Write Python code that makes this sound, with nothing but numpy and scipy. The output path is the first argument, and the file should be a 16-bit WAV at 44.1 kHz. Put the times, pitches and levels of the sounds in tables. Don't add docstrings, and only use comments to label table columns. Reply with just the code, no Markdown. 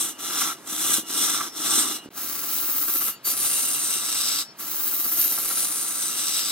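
import sys
import numpy as np
from scipy import signal
from scipy.fft import rfft, irfft, next_fast_len
from scipy.io import wavfile
from scipy.ndimage import uniform_filter1d

SR = 44100
rng = np.random.default_rng(int(sys.argv[2]) if len(sys.argv) > 2 else 0)


def generate_wav(signal):
    frames = np.transpose(np.atleast_2d(signal))
    scaled = np.clip(frames, -1, 1) * 32767
    pcm = np.round(scaled).astype(np.int16)
    wavfile.write(sys.argv[1], SR, pcm)


N = 287091
TIME = np.arange(N) / SR
SIZE = next_fast_len(N + SR // 2)
FREQS = np.maximum(np.arange(SIZE // 2 + 1) * SR / SIZE, 1)

# (frequency [Hz], level [dB])
ROOM_EQ = [(60, -15), (300, -19), (700, -7), (1400, -15.5), (3000, -3.5), (6000, -6), (15000, -6.5)]
# (frequency [Hz], left phase lead [rad], left over right [dB])
STEREO_IMAGE = [(60, -1.05, 0), (304, -0.13, -2.5), (690, -0.49, 0), (1530, -0.76, -1.5), (2600, -1.16, 1),
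                (5440, 2.1, 1), (8450, 1.16, 0.5), (9900, 1.61, 1.5), (12800, 1.25, -1), (13400, -1.6, 2)]
# (frequency [Hz], level [dB])
LATHE_EQ = [(25, -25), (70, -19), (130, -2), (190, -1), (350, -2), (700, -4), (1300, -4), (2500, -9.5),
            (5000, -12.5), (6000, -16), (16000, -31)]
# (time [s], end-grain passes [1/s])
PASS_RATE = [(0, 16.2), (1.5, 16.2), (1.8, 15.45), (3.05, 15.45), (3.3, 16.25), (3.9, 15.6), (4.8, 15.45)]
# (start [s], end [s], pitch [Hz], width [Hz], level [dB])
BEVEL_SQUEALS = [(0, .62, 2863, 10, -51), (.79, 1.01, 2863, 10, -45), (.98, 1.3, 2863, 8, -49),
                 (1.52, 2.11, 2863, 8, -47), (1.05, 1.2, 5350, 60, -48), (1.44, 1.62, 5400, 50, -47),
                 (1.85, 2.02, 4020, 40, -46), (2.98, 3.19, 2830, 30, -49), (3.1, 3.19, 4500, 30, -54),
                 (3.1, 3.19, 7000, 50, -55), (3.235, 3.33, 4550, 50, -39), (3.24, 3.33, 7050, 150, -37.5),
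                 (3.49, 3.63, 2795, 26, -40), (3.64, 3.71, 2795, 26, -40), (3.73, 3.81, 2795, 26, -41),
                 (3.89, 4.02, 2795, 26, -40), (4.03, 4.44, 2795, 35, -45), (6.05, 6.5, 2795, 35, -44),
                 (4.2, 4.45, 5550, 350, -39), (4.41, 4.54, 5370, 25, -50), (4.43, 4.53, 4480, 30, -55)]
# (time [s], peak [dB])
TOOL_KNOCKS = [(0.367, -61), (0.723, -34), (0.897, -29.5), (0.983, -24.5), (0.992, -30), (1.033, -34),
               (1.147, -35), (1.711, -52), (1.779, -27), (1.785, -48), (1.828, -47), (2.059, -30),
               (2.073, -39), (2.087, -35)]
# (pitch [Hz], width [Hz], level [dB])
LOG_BOOM_MODES = [(239, 10, -8), (309, 26, 7.5), (360, 15, 2)]
LOG_RASP_MODES = [(803, 27, -12.5), (1185, 75, 2.5), (1332, 53, 8.5), (1544, 53, -3.5), (2015, 50, -5)]
# (frequency [Hz], level [dB])
LOG_EQ = [(25, -16), (55, -32), (90, -11.5), (160, -3.5), (300, 7), (550, -5.5), (900, 2.5), (2000, -4),
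          (6000, -63)]
# (time [s], boost [dB])
RASP_ACCENTS = [(.42, 4), (1.41, 7), (3.445, 14.5), (5.378, 11), (5.511, 12.5), (5.578, 8)]
# (pitch [Hz], width [Hz], level over the tearing [dB])
TOOL_BITE_MODES = [(2863, 22, 9), (3430, 160, 5), (3690, 50, 2), (4010, 110, 4), (5400, 200, 0),
                   (5940, 170, 1), (6440, 55, 0), (8250, 200, -3), (8740, 150, -1), (9950, 150, 0),
                   (13250, 100, 0), (14250, 200, -1)]
TOOL_CUT_MODES = [(2790, 80, -2), (3880, 220, -2), (4700, 150, -7), (6480, 130, -4), (7200, 200, -4),
                  (8010, 80, 1), (8805, 80, 2), (9447, 45, -3), (9620, 45, -3), (10460, 160, -2),
                  (12439, 60, 1), (12908, 45, -4), (13249, 65, 9), (13642, 45, -4), (14012, 45, -6),
                  (14919, 45, -3), (15343, 45, -5)]
# (frequency [Hz], level [dB])
BITE_EQ = [(40, -5.5), (150, -8), (500, -4.5), (1000, -11), (2500, -1.5), (3500, 3), (4600, -1.5),
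           (6000, 6), (7500, 8), (9500, 7), (12000, 6.5), (16000, 0)]
CUT_EQ = [(40, -13), (150, -14.5), (500, -10), (1000, -13.5), (2400, -9), (3500, -9), (4600, -5.5),
          (6000, -1.5), (7500, -7.5), (9500, -7), (12000, -3.5), (16000, -4.5)]
# (entry [s], deepest point [s], rasp peak [s], exit [s], attack [dB/s],
# tearing [dB], rasp [dB], boom [dB], shaving's hiss [dB], coarse chips [dB])
SHORT_BITES = [(-.2, -0.004, 0.089, 0.11, 500, -24.5, -43.5, -41.5, 12, -17),
               (0.195, 0.45, 0.56, 0.53, 1000, -26, -31, -40.5, -24, 11.5),
               (0.678, 0.934, 0.94, 1.005, 500, -22, -35.5, -40.5, 3, -18),
               (1.09, 1.198, 1.41, 1.479, 380, -23.5, -32.5, -39, 9, 15),
               (1.57, 1.778, 1.75, 1.965, 350, -23, -33.5, -37.5, 13, 15)]
# (entry [s], exit [s], attack [dB/s], shaving's first width [0-1], last width [0-1],
# growth curve [exponent], rasp [dB], boom [dB])
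LONG_CUTS = [(2.175, 3.105, 444, 0.04, 0.31, 2.24, -42.5, -49),
             (3.254, 4.414, 1402, 0.28, 0.94, 0.66, -42, -49),
             (4.596, 6.513, 950, .03, 0.96, 1.205, -43.5, -50)]
# (time [s], tearing level [dB])
PUSH_ENVELOPES = [
    [(2.18, -33), (2.306, -32), (2.522, -29.5), (2.532, -26.5), (2.818, -26), (2.828, -27.5),
     (3.084, -25.5), (3.09, -29)],
    [(3.26, -26.5), (3.308, -24.5), (3.348, -31.5), (3.416, -25.5), (3.938, -26.5), (4.108, -28.5),
     (4.268, -25.5), (4.41, -28.5)],
    [(4.61, -33), (4.81, -27.5), (5.114, -24.5), (5.44, -28), (5.562, -25), (5.994, -30.5), (6.026, -27),
     (6.5, -28.5)],
]

# (pitch when narrowest [Hz], pitch when widest [Hz])
LOWER_HZ, UPPER_HZ, COARSE_HZ = (11330, 7760), (16820, 7840), (9900, 4910)
# (best width [0-1], level there [dB], loss at 0.5 off that width [dB])
LOWER_VOICE, UPPER_VOICE, COARSE_VOICE = (0.68, 7.86, 11.5), (0.14, 13.2, 77), (0.95, 17, 39)
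CUTOFF_HZ = 15850


def from_db(db):
    return 10 ** (np.asarray(db) / 20)


def rms_one(x):
    return x / np.sqrt(np.mean(np.abs(x) ** 2) + 1e-20)


def envelope(rows):
    return np.interp(TIME, *np.transpose(rows))


def in_frequency(rows):
    hz, *columns = np.transpose(rows)
    return [np.interp(np.log(FREQS), np.log(hz), c) for c in columns]


def colour(eq):
    return from_db(in_frequency(eq)[0])


def filtered(x, response):
    return irfft(rfft(x, SIZE) * response, SIZE)[..., :N]


def resonance(hz, width_hz):
    return 1 / (1 + 1j * (FREQS ** 2 - hz ** 2) / (FREQS * width_hz))


def body(modes):
    return sum(from_db(db) * resonance(hz, width) for hz, width, db in modes)


def drift(rate_hz):
    return rms_one(filtered(rng.standard_normal(N), 1 / (1 + (FREQS / rate_hz) ** 2)))


def levelled(x, window=2200):
    x = filtered(x, FREQS < CUTOFF_HZ)
    return x / np.sqrt(uniform_filter1d(x * x, window) + 1e-12)


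def workshop(x, t60=0.071):
    lead, balance_db = in_frequency(STEREO_IMAGE)
    sides = np.array([[1], [-1]])
    decay = from_db(-60 * np.minimum(TIME / t60, 4))
    tail = rng.standard_normal((2, N)) * decay * (TIME > .002)
    response = np.exp(.5j * sides * lead) + colour(ROOM_EQ) * rms_one(rfft(tail, SIZE))
    return filtered(x, response * from_db(sides * balance_db / 2))


def lathe():
    hum = from_db(-6) * resonance(220, 18)
    noise = rng.standard_normal(N) + from_db(-15) * rng.standard_normal((2, N))
    return from_db(-52) * rms_one(filtered(noise, colour(LATHE_EQ) + hum))


def squeals():
    out = np.zeros(N)
    for start, end, hz, width_hz, db in BEVEL_SQUEALS:
        span = slice(int(start * SR), int(end * SR))
        size = len(out[span])
        pole = np.exp((-np.pi * width_hz + 2j * np.pi * hz) / SR)
        ring = rms_one(signal.lfilter([1], [1, -pole], rng.standard_normal(SR)))
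        held = ring.real / np.hypot(np.abs(ring), .4)
        out[span] += from_db(db) * rms_one(held[-size:]) * signal.windows.tukey(size, .4)
    return out


def end_grain(width, boom_db, first_pass_s=.056):
    rate = envelope(PASS_RATE)
    passes = np.cumsum(rate) / SR - first_pass_s * rate[0]
    angle = 2 * np.pi * passes
    narrow = np.exp(-((width - 0.25) / 0.13) ** 2)
    pulse = np.cos(angle) + 0.18 * np.cos(2 * angle) - .1
    throb = (0.42 + 1.5 * narrow) * pulse
    triggers = np.diff(np.floor(passes), prepend=np.floor(passes[0]))
    thumps = triggers * from_db(boom_db + 10 * narrow + 2 * drift(7.2))
    return throb, thumps


def knocks(thumps):
    blows = thumps.copy()
    for s, db in TOOL_KNOCKS:
        blows[int(s * SR)] += from_db(db)
    low_modes = body(LOG_BOOM_MODES) + from_db(9) * resonance(280, 91)
    response = low_modes * resonance(220, 330)
    return filtered(blows, response / np.abs(irfft(response)).max())


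def fractures(per_s, spread_db, sides_db):
    sizes = from_db(spread_db * np.minimum(rng.exponential(1, (3, N)), 5))
    snaps = sizes * rng.choice([-1, 1], (3, N)) * (rng.random((3, N)) < per_s / SR)
    return rms_one(snaps[0] + from_db(sides_db) * snaps[1:])


def log_body(clumps, rasp_db, boom_db):
    shake = fractures(per_s=5000, spread_db=2.5, sides_db=-9.5) * clumps
    accent_db = sum(db * np.exp(-((TIME - s) / 0.0079) ** 2) for s, db in RASP_ACCENTS)
    rasp = levelled(filtered(shake, body(LOG_RASP_MODES)))
    boom = levelled(filtered(shake, body(LOG_BOOM_MODES) + from_db(-5) * colour(LOG_EQ)))
    return rasp * from_db(rasp_db + accent_db - 2) + boom * from_db(boom_db + 1)


def contact(enters, leaves, attack_db_per_s, release_db_per_s=500, log_share=.75):
    attack_db = -attack_db_per_s * np.maximum(enters - TIME, 0)
    fade_db = attack_db - release_db_per_s * np.maximum(TIME - leaves, 0)
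    return fade_db, log_share * fade_db


def bite(enters, deepest, rasp_peak, leaves, attack, tear_db, rasp_db, boom_db, hiss_db, coarse_db):
    fade_db, log_fade_db = contact(enters, leaves, attack)
    shallow = np.interp(TIME, [enters, deepest, leaves], [1, 0, 1]) ** 1.33
    smooth = np.interp(TIME, [enters, rasp_peak, leaves], [1, 0, 1]) ** 2.1
    rub_tear_db, rub_boom_db = -54, -51.5
    return dict(
        contact_db=fade_db, width=0.85,
        tear_db=np.maximum(tear_db - 12 * shallow + fade_db, rub_tear_db),
        rasp_db=rasp_db - 13.5 * smooth + log_fade_db,
        boom_db=np.maximum(boom_db - 6 * shallow + log_fade_db, rub_boom_db),
        lower_db=hiss_db - 14 * shallow, upper_db=-36, coarse_db=coarse_db)


def voice_db(width, best_width, top_db, loss_db):
    return top_db - loss_db * (2 * (width - best_width)) ** 2


def long_cut(push, enters, leaves, attack, first_width, last_width, curve, rasp_db, boom_db):
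    fade_db, log_fade_db = contact(enters, leaves, attack)
    progress = np.interp(TIME, [enters, leaves], [0, 1])
    width = first_width + (last_width - first_width) * progress ** curve
    return dict(
        contact_db=fade_db, width=width,
        tear_db=envelope(push) + fade_db,
        rasp_db=rasp_db + 5 * (progress - .5) + log_fade_db,
        boom_db=boom_db - (width - .5) + log_fade_db,
        lower_db=voice_db(width, *LOWER_VOICE),
        upper_db=voice_db(width, *UPPER_VOICE),
        coarse_db=voice_db(width, *COARSE_VOICE))


def tool_strokes():
    strokes = [bite(*row) for row in SHORT_BITES]
    strokes += [long_cut(push, *row) for push, row in zip(PUSH_ENVELOPES, LONG_CUTS)]
    firmest = np.argmax([stroke["contact_db"] for stroke in strokes], axis=0)
    return {name: np.choose(firmest, [stroke[name] for stroke in strokes]) for name in strokes[0]}


def shaving_mode(snaps, width, hz_range, band_hz, block=128):
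    narrow_hz, wide_hz = hz_range
    hz = narrow_hz * (wide_hz / narrow_hz) ** width
    radius = np.exp(-np.pi * band_hz / SR)
    out, state = np.zeros((2, N)), np.zeros((2, 2))
    for i in range(0, N, block):
        poles = [1, -2 * radius * np.cos(2 * np.pi * hz[i] / SR), radius ** 2]
        out[:, i:i + block], state = signal.lfilter([1, 0, -1], poles, snaps[:, i:i + block], zi=state)
    return out * (1 - radius ** 2) / 2


def shaving(snaps, stroke):
    width = stroke["width"]
    lower = from_db(stroke["lower_db"]) * shaving_mode(snaps, width, LOWER_HZ, band_hz=1000)
    upper = from_db(stroke["upper_db"]) * shaving_mode(snaps, width, UPPER_HZ, band_hz=900)
    chips = from_db(-10) * shaving_mode(snaps, width, COARSE_HZ, band_hz=830)
    chips += from_db(-16) * filtered(snaps, resonance(3880, 560))
    return lower + upper + from_db(stroke["coarse_db"]) * chips


def tearing(clumps, stroke, throb_db, regrip_s=2.097):
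    snaps = fractures(per_s=18000, spread_db=2.7, sides_db=-5) * clumps
    force = from_db(stroke["tear_db"] + throb_db + 1.25 * drift(6.9))
    long_grip = TIME > regrip_s
    noise = np.where(long_grip, filtered(snaps, colour(CUT_EQ)), filtered(snaps, colour(BITE_EQ)))
    edge = levelled(noise + shaving(snaps, stroke)) * force
    bites = filtered(edge * ~long_grip, rms_one(1 + body(TOOL_BITE_MODES)))
    cuts = filtered(edge * long_grip, rms_one(1 + body(TOOL_CUT_MODES)))
    return from_db(1.4) * bites + from_db(1) * cuts


def scene():
    stroke = tool_strokes()
    throb, thumps = end_grain(stroke["width"], stroke["boom_db"])
    clumps = from_db(1.6 * drift(300))
    tool = tearing(clumps, stroke, throb_db=.5 * throb)
    wood = log_body(clumps, stroke["rasp_db"] + 2 * throb, stroke["boom_db"] + 3.6 * throb)
    return workshop(tool + wood + squeals() + knocks(thumps) + lathe())


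def record(dry):
    dip = (TIME > 2.090) & (TIME < 2.104)
    low_pass = signal.ellip(12, .2, 80, CUTOFF_HZ, fs=SR, output="sos")
    return signal.sosfilt(low_pass, dry * from_db(-22 * dip))


dry = scene()
out = record(dry)
generate_wav(out)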